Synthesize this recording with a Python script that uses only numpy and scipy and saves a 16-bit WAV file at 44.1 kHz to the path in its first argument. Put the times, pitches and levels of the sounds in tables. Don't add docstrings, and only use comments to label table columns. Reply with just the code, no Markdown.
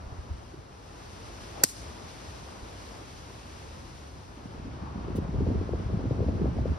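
import sys
import numpy as np
from scipy import signal
from scipy.fft import rfft, irfft
from scipy.io import wavfile
from scipy.ndimage import uniform_filter1d

SR = 44100
rng = np.random.default_rng(int(sys.argv[2]) if len(sys.argv) > 2 else 0)


def persist_wave(psi):
    counts = np.round(np.clip(psi, -1, 1) * 32767).astype(np.int16)
    wavfile.write(sys.argv[1], SR, np.atleast_2d(counts).T)


N = 298998
BIN_HZ = np.fft.rfftfreq(N, 1 / SR) + 1

# time in seconds, roar in dB, leaf hiss in dB, leaf treble shelf in dB.
AIR_LEVELS = [(0.0, -49, -59, 2), (0.7, -52, -61.5, 3.5), (1.27, -48, -54.5, 5.5), (2.15, -47.5, -55, 5.5),
              (3.74, -49.5, -56.5, 5.5), (4.25, -52, -60, 5), (4.7, -48, -56.5, -6), (5.2, -46.3, -56, -6),
              (6.78, -45.5, -55, -5.5)]
# time in seconds, rumble in dB, flutter in dB.
WIND_LEVELS = [(0.0, -47, -66), (0.4, -46.5, -61), (0.7, -53, -66), (1.2, -48, -61), (1.9, -49.5, -61.5),
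               (2.5, -48.5, -61), (3.4, -49.5, -61), (4.1, -47.5, -58), (4.38, -50, -60),
               (4.65, -42.5, -52.5), (4.92, -43, -56), (5.15, -38, -41.5), (5.3, -38.5, -46),
               (5.48, -33, -37.5), (5.65, -38, -48.5), (5.8, -37.5, -45), (5.96, -36, -41),
               (6.25, -35, -40.5), (6.45, -33.5, -40), (6.55, -35, -44.5), (6.7, -33, -43),
               (6.78, -40, -62)]
# frequency in Hz, likeness from 0 to 1.
WIND_LIKENESS = [(30, 0.7), (80, 0.99), (200, 0.6), (400, 0.5), (800, 0)]
# centre in seconds, peak in dB, pitch in Hz, width in cycles, left over right in dB.
WIND_HITS = [(0.073, -31.5, 58.0, 0.91, -1), (0.128, -33.0, 85.0, 1, 0.0), (0.197, -31, 62.0, 1.3, -1.0),
             (0.317, -27.5, 73.0, 1.8, 0.0), (0.346, -34, 67.0, 1.4, 1.0), (0.543, -38.0, 362.0, 3.1, 0.0),
             (0.592, -35.5, 99.0, 1.3, -1), (1.826, -43.0, 67.6, 2.8, 1.0), (1.888, -38, 73.0, 2.8, 0.0),
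             (2.042, -39, 85.0, 2.0, 0.0), (2.289, -42, 91.0, 2.0, 2), (2.634, -36.5, 74, 1.2, 1.0),
             (4.377, -38.5, 268, 1.7, 1), (4.459, -30.5, 197.0, 1.04, -1.0), (4.548, -37, 200, 1.1, 1),
             (4.6, -34.5, 200, 1.4, 0), (4.658, -35, 267.0, 3.6, 1), (4.682, -29.5, 212.0, 1.1, 1.0),
             (4.775, -36, 300, 1.5, 1), (4.827, -32.0, 156.0, 1.47, -0.5), (4.837, -31, 247.0, 1.2, 2.0),
             (4.96, -34.5, 572.0, 0.77, -3), (4.96, -30.0, 212.0, 2.1, -1.0),
             (4.981, -29, 197.0, 1.2, -1.0), (4.993, -31, 197.0, 1.0, -1.0), (5.05, -30, 229.0, 1.0, 0),
             (5.085, -30, 400, 2, 2), (5.105, -28, 301, 1.7, 0), (5.152, -29.5, 420, 1.4, 1),
             (5.185, -26.5, 417, 2.5, 1.0), (5.189, -22.5, 227, 1.1, -1.0), (5.19, -27.5, 92, 2.8, 2),
             (5.224, -25, 170, 1.5, 1), (5.295, -27.5, 150, 1.9, 1), (5.346, -25.5, 330, 1.34, 4),
             (5.365, -26, 58.0, 3.2, 5), (5.392, -19.5, 115.0, 1.6, -1), (5.403, -24, 73.0, 1.6, -2),
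             (5.409, -21.5, 380.0, 2.2, -1.0), (5.421, -22, 182.0, 1.6, 0.0), (5.434, -28, 78.0, 2.8, 0.5),
             (5.468, -27.5, 530.0, 2.2, 2.0), (5.472, -22, 334, 0.93, 2), (5.489, -20, 267.0, 1.2, 2.0),
             (5.497, -25, 78.0, 3, 0), (5.504, -22, 336.0, 0.79, -1.0), (5.525, -26.5, 108, 1.7, 1.0),
             (5.552, -27.5, 336.0, 2.6, 2.0), (5.559, -20, 168, 1.0, -1), (5.577, -21.5, 73.0, 2.7, -1),
             (5.61, -24.5, 73.0, 0.99, 1.0), (5.615, -23, 330, 1.4, 0), (5.693, -22, 422.0, 0.97, 3.0),
             (5.728, -24.5, 91.0, 1.4, 6), (5.735, -25.0, 667.0, 1.0, 1), (5.737, -21.0, 393, 2.1, -2),
             (5.749, -21.5, 98.5, 1.3, -1.0), (5.8, -30.5, 460, 1.4, 0), (5.866, -24, 92, 1.4, 2),
             (5.9, -30, 490, 1.6, 3), (5.934, -26.5, 375, 1.3, 1), (5.942, -26.5, 108, 2.9, 0.0),
             (5.948, -25, 186, 2.6, 0.0), (5.975, -21, 134.0, 1.3, -1.0), (5.993, -30, 420, 1.6, -1),
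             (6.042, -27, 340, 1.4, -0.5), (6.078, -23.5, 107.0, 2.1, 1), (6.111, -19.0, 420.0, 1.2, 0.0),
             (6.12, -21.5, 124.0, 2.0, 0.0), (6.155, -35, 330, 1.4, 0), (6.188, -28, 91.0, 2.5, 0.0),
             (6.193, -26, 380, 1.6, 2), (6.206, -22, 430.0, 1.3, 5), (6.214, -24, 85.0, 2.0, 2),
             (6.227, -24.5, 460.0, 2.5, 3.0), (6.242, -26, 450.0, 1.7, 2.0),
             (6.266, -22.5, 200.0, 0.89, 0.0), (6.287, -21, 500.0, 1.05, 6), (6.288, -24.5, 67.0, 3.2, 1.0),
             (6.292, -21.0, 229.0, 0.76, 1.0), (6.355, -23.0, 91.0, 2.8, 0.0),
             (6.4, -23.5, 336.0, 1.1, -1.5), (6.418, -21, 362.0, 2.1, 1), (6.426, -20.5, 156.0, 1.9, 0.5),
             (6.446, -18, 269, 0.96, 0), (6.452, -24.5, 66.5, 2.8, 2), (6.458, -21, 470.0, 1.1, 8),
             (6.478, -29, 400, 1.4, 2), (6.487, -25.0, 91.0, 1.4, -3), (6.588, -25.5, 667.0, 2.2, 2),
             (6.615, -27, 62.0, 2.4, 0.0), (6.616, -20.0, 99.0, 1.3, 0.5), (6.658, -19.5, 460.0, 1.7, 5),
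             (6.671, -28, 91.5, 2.8, -1), (6.69, -33, 330, 1.4, -2), (6.711, -21.5, 72.4, 2.8, -2.0),
             (6.72, -22.5, 229.0, 0.95, 1)]


def drive():
    # frequency in Hz, relative level in dB.
    swish_colour = [(120, -50), (250, -4), (400, -1), (800, -2), (1200, -12), (3000, -27), (9000, -36.5),
                    (14000, -70)]
    crack_colour = [(500, -30), (1100, 1), (3000, -6), (6000, 2), (12000, -3.5), (15500, -12.5),
                    (16500, -30.5)]
    # peak time in seconds, level in dB, then rise, hold and fall in seconds.
    swish = [(1.57, -44.5, 0.3, .062, 0.092)]
    crack = [(1.6373, -21, 0.0068, .001, 0.0356)]
    # centre in seconds, peak in dB, pitch in Hz, width in cycles, left over right in dB.
    pushes = [(1.6346, -27.5, 765, 2, -0.5), (1.6404, -18, 370, 0.76, -4), (1.647, -27, 235, 1.5, 0.5)]
    out = head_ring()
    for push in pushes:
        add_pulse(out, *push, phase=-2.4)
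    return out + bursts(swish_colour, swish) + bursts(crack_colour, crack)


def head_ring(strike_s=1.6363, strike_db=-12):
    # pitch in Hz, relative level in dB, t60 in seconds,
    # left over right in dB, right phase lead in radians.
    modes = [(1464, -16, .05, 0, .6), (1889, -13, .05, -2, .6), (2594, -24, .04, 3, .4),
             (4032, -21, .04, 8, .1), (4602, -11, .04, 10, -.7), (4880, -13, .01, 12, -.6),
             (5124, -19, .03, 17, -.6), (5380, -11, .01, 12, -1), (5717, -14, .04, 9, -1.3),
             (6056, -10, .04, 9, -1.6), (6165, -13, .05, 4, -2), (6513, -16, .05, -2, -2),
             (6675, -19, .05, -1, -2.9), (7197, 1, .08, -2, -2.8), (7590, -7, .06, -1, -2.7),
             (7832, -18, .06, -1, -2.7), (8403, -7, .06, 0, -2.3), (8941, -16, .04, -1, -1.9),
             (9388, -16, .04, 0, -1.3), (9960, -12.5, .025, 1, -.8), (10780, -15, .02, -1, 0),
             (11550, -2, .006, 0, .5), (12155, 2, .008, 0, 1), (15557, -17, .03, 1, -2.2)]
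    # seconds after contact, gain in dB.
    ping_shape = [(0, -7), (.0004, 3), (.004, 1), (.005, -4), (.0065, -10.5), (.0075, -21.5), (.012, -44)]
    # frequency in Hz, level against the mode in dB, t60 in seconds.
    linger = [(1500, -22, .05), (4000, -25, .06), (4700, -14, .05), (5200, -8, 0.22), (5400, -16.5, .1),
              (6100, -13, 0.06), (7200, -27.5, .15), (7900, -12.5, .25), (8550, -26.5, .15),
              (12000, -36.5, .08)]
    linger_hz, linger_db, linger_t60 = np.transpose(linger)
    t = np.arange(round(.3 * SR)) / SR
    at = round(strike_s * SR)
    ping = from_db(np.interp(t, *np.transpose(ping_shape)))
    out = np.zeros((2, N))
    for k, (hz, db, t60, pan_db, lead) in enumerate(modes):
        tail_db = np.interp(hz, linger_hz, linger_db) - 60 * t / np.interp(hz, linger_hz, linger_t60)
        envelope = ping * from_db(-60 * t / t60) + from_db(tail_db) * np.minimum(t / .001, 1)
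        tone = np.sin(2 * np.pi * hz * t - opposed(lead / 2)) * (-1) ** k
        out[:, at:at + len(t)] += from_db(strike_db + db + opposed(pan_db / 2)) * envelope * tone
    return out


def echoes():
    # peak time in seconds, level in dB, then rise, hold and fall in seconds.
    near = [(1.641, -27, .008, 0.00087, .05), (1.665, -43, .05, 0.009, .2), (1.69, -39, .1, .01, 0.14)]
    far = [(1.6445, -33.5, .004, .004, 0.022), (1.657, -42, .02, .003, .05), (1.73, -51, .15, 0.037, 0.3),
           (1.79, -57, .15, .03, 0.34)]
    # frequency in Hz, relative level in dB.
    near_colour = [(700, -69.5), (1500, -12), (3000, -16), (4300, -6.5), (5150, -6), (6000, -4), (7000, -3),
                   (7800, 1.5), (8700, -7.5), (12000, -14), (13600, -14.5), (14500, -32), (15300, -60.5)]
    far_colour = [(700, -69), (1500, -12), (3000, -12.5), (4300, -4.5), (5200, 0), (6200, -3), (7500, -5.5),
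                  (9200, -7.5), (12000, -22), (14000, -40), (16500, -70)]
    return bursts(near_colour, near) + bursts(far_colour, far)


def iron():
    # peak time in seconds, level in dB, then rise, hold and fall in seconds.
    rush = [(4.88, -47.5, 0.43, .005, 0.33)]
    scuff = [(5.157, -59, .01, .004, .05), (5.165, -53.5, .03, .005, .08)]
    # frequency in Hz, relative level in dB.
    rush_colour = [(400, -49.5), (750, -5), (1000, -1), (1300, -4.5), (2500, -47), (8000, -110)]
    scuff_colour = [(700, -64), (1500, -12), (3000, 5), (5000, -4), (6500, -1.5), (8000, -2), (12000, -6),
                    (14300, -6.5), (15700, -3), (16500, -26)]
    return bursts(rush_colour, rush) + bursts(scuff_colour, scuff)


def wind_rumble():
    # frequency in Hz, relative level in dB.
    rumble_colour = [(12, -68), (25, -28), (32, -21), (42, 2.5), (55, 10.5), (80, 10.5), (110, 6.5),
                     (150, -1.5), (220, -27.5), (500, -80), (4000, -140)]
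    gust_colour = [(25, -40), (48, 1), (75, -3.5), (110, 1.5), (160, 2), (230, -7), (330, -14), (900, -71),
                   (4000, -140)]
    rumble_db, _ = in_time(WIND_LEVELS)
    likeness = at_hz(WIND_LIKENESS)[0]
    rumble = noise(rumble_colour, likeness)
    lump_size = np.sqrt(uniform_filter1d((rumble ** 2).mean(axis=0), size=1400) + .02)
    lumps = rms_one(rumble / lump_size ** 0.64)
    lumps *= from_db(rumble_db + 1.06 * drift(6.0))
    gust_db = -38 + 1.55 * (rumble_db + 34.5)
    return lumps + noise(gust_colour, likeness) * from_db(gust_db)


def wind_flutter():
    # frequency in Hz, relative level in dB.
    colour = [(40, -63), (90, -14), (150, 3), (250, -0.5), (400, -5.5), (600, -12.5), (900, -18),
              (1500, -59.5), (3000, -90.5), (8000, -140)]
    _, flutter_db = in_time(WIND_LEVELS)
    envelope = from_db(flutter_db + 3 * drift(22)) + wakes()
    turbulence = noise(colour, at_hz(WIND_LIKENESS)[0]) + from_db(-3.5) * eddies()
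    return turbulence * envelope


def wakes(slap_above_hz=300, t60_s=0.11, rise_s=0.0026):
    kicks = np.full(N, 1e-18)
    for s, db, hz, _, _ in WIND_HITS:
        kicks[round(s * SR)] += from_db(db - 18) * (hz > slap_above_hz)
    decays = signal.lfilter([1], [1, -from_db(-60 / (t60_s * SR))], kicks)
    pole = np.exp(-1 / (rise_s * SR))
    return signal.lfilter([(1 - pole) ** 2], [1, -2 * pole, pole ** 2], decays)


def eddies(per_s=140.0, spread_db=2.0):
    strikes = (rng.random(N) < per_s / SR) * rng.choice([-1, 1], N)
    size_db = spread_db * np.minimum(rng.exponential(1, N), 4)
    strikes = strikes * from_db(size_db + rng.normal(0, 3.0, (2, N)))
    pitch_index = rng.integers(0, 6, N)
    out = np.zeros((2, N))
    for k, hz in enumerate(np.geomspace(200, 620, 6)):
        t = np.arange(-2 / hz, 2 / hz, 1 / SR)
        swing = np.exp(-2.2 * (t * hz) ** 2) * np.sin(2 * np.pi * hz * t) * from_db(-2.5 * k)
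        out += signal.oaconvolve(strikes * (pitch_index == k), swing[None], "same")
    return rms_one(out)


def wind_buffets(top_hz=840, skew_rad=.52):
    out = np.zeros((2, N))
    for hit in WIND_HITS:
        turn, skew = rng.uniform(-0.99, 1, 2)
        add_pulse(out, *hit, phase=np.pi * turn + opposed(skew_rad * skew))
    return signal.sosfiltfilt(signal.butter(3, top_hz, fs=SR, output="sos"), out + 1e-18)


def breeze():
    # frequency in Hz, relative level in dB.
    roar_colour = [(90, -29), (170, -4), (340, -2), (690, -4.5), (1030, -5), (1400, -9.5), (2000, -22),
                   (3500, -49.5), (7000, -89.5)]
    leaf_colour = [(400, -62), (900, -20), (1500, 3), (2600, 0), (3900, -2.5), (4600, -2.5), (5500, -2),
                   (7200, -8.5), (9000, -12.5), (11000, -19), (13000, -27.5), (14900, -31.5), (15200, -58),
                   (16500, -70)]
    # peak time in seconds, level in dB, then rise, hold and fall in seconds.
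    rustles = [(0.2, -66, .3, .03, .3), (2.815, -60, 0.1, 0.018, 0.5)]
    roar_db, hiss_db, treble_db = in_time(AIR_LEVELS)
    leaves = far_noise(leaf_colour)
    dull = signal.sosfilt(signal.butter(1, 4500, fs=SR, output="sos"), leaves)
    leaves = dull + from_db(treble_db) * (leaves - dull)
    roar = far_noise(roar_colour) * from_db(roar_db + 0.82 * drift(7.1))
    hiss = leaves * from_db(hiss_db + 0.52 * drift(14) + 0.39 * drift(2.5))
    return roar + hiss + bursts(leaf_colour, rustles)


def far_noise(colour):
    # frequency in Hz, likeness from 0 to 1, left over right in dB.
    port_image = [(170, 0.9, 2), (340, 0.6, 0.5), (682, 0.05, 3.5), (1400, 0.23, 1.5), (1890, 0.2, 0),
                  (2560, 0.57, 2), (3580, 0.4, 3), (4620, 0.35, 3.5), (5300, 0.3, -0.5), (6230, 0.38, 4.5),
                  (7030, 0.93, -1), (9070, 0.7, .5), (10720, 1, 0), (13600, 1, 0)]
    # frequency in Hz, right lead in radians.
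    port_lead = [(170, 0.1), (340, -.5), (690, -2.1), (1400, -2.8), (1900, -5.4), (2600, -6.6),
                 (3450, -7.5), (4500, -6.2), (5700, -6.2), (6500, -3.3), (7900, -2.7), (10000, -.7),
                 (11300, .1), (13000, 1.3), (13800, 3.14), (15000, 3.14), (15600, 4.3)]
    likeness, pan_db = at_hz(port_image)
    half_step = from_db(pan_db / 2) * np.exp(-.5j * at_hz(port_lead)[0])
    return noise(colour, likeness, np.array([half_step, 1 / half_step]))


def bursts(colour, rows):
    t = np.arange(N) / SR
    envelope = np.zeros(N)
    for s, db, rise, hold, fall in rows:
        away = np.maximum((s - t) / rise, (t - s - hold) / fall)
        envelope += from_db(db - 60 * np.maximum(away, 0))
    return far_noise(colour) * envelope


def noise(colour, likeness, port_response=1):
    mid, side = rfft(rng.standard_normal((2, N)))
    likeness = np.clip(likeness, 0, 1)
    pair = np.sqrt(1 + likeness) * mid + opposed(np.sqrt(1 - likeness) * side)
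    return rms_one(irfft(pair * port_response * from_db(at_hz(colour)[0]), N))


def add_pulse(out, centre_s, db, hz, cycles, pan_db, phase):
    reach = round(2 * cycles / hz * SR)
    offsets = np.arange(-reach, reach)
    t = offsets / SR
    bell = np.exp(-2 * (t * hz / cycles * 1.42) ** 2)
    swing = from_db(db + opposed(pan_db / 2)) * bell * np.cos(2 * np.pi * hz * t + phase)
    at = round(centre_s * SR) + offsets
    inside = (at >= 0) & (at < N)
    out[:, at[inside]] += swing[:, inside]


def drift(rate_hz):
    hop = 20
    pole = np.exp(-2 * np.pi * rate_hz * hop / SR)
    slow = signal.lfilter([1], [1, -2 * pole, pole ** 2], rng.standard_normal(N // hop + 4002))[4000:]
    return np.interp(np.arange(N) / hop, np.arange(len(slow)), rms_one(slow))


def in_time(rows):
    s, *columns = np.transpose(rows)
    return [np.interp(np.arange(N) / SR, s, c) for c in columns]


def at_hz(rows):
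    hz, *columns = np.transpose(rows)
    return [np.interp(np.log(BIN_HZ), np.log(hz), c) for c in columns]


def opposed(x):
    return x * np.array([[1], [-1]])


def from_db(db):
    return 10 ** (np.asarray(db) / 20)


def rms_one(x):
    return x / np.sqrt(np.mean(x ** 2) + 1e-20)


def scene():
    bed = breeze() + wind_rumble() + wind_flutter() + wind_buffets()
    return bed + drive() + echoes() + iron()


def record(dry):
    threshold_db, attack_s, release_db_per_s, cutoff_hz = -19.5, 0.018, 52, 16600
    level_db = 10 * np.log10(uniform_filter1d((dry ** 2).mean(axis=0), size=64) + 1e-12)
    duck_db = np.maximum(level_db - threshold_db, 0) * 0.59
    release_db = release_db_per_s * np.arange(N) / SR
    held_db = np.maximum(np.maximum.accumulate(duck_db + release_db) - release_db, 0)
    pole = np.exp(-1 / (attack_s * SR))
    ducked = dry * from_db(-signal.lfilter([1 - pole], [1, -pole], held_db))
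    rounded = np.tanh(ducked / 0.91)
    return signal.sosfilt(signal.cheby2(20, 70, cutoff_hz, fs=SR, output="sos"), rounded)


dry = scene()
out = record(dry)
persist_wave(out)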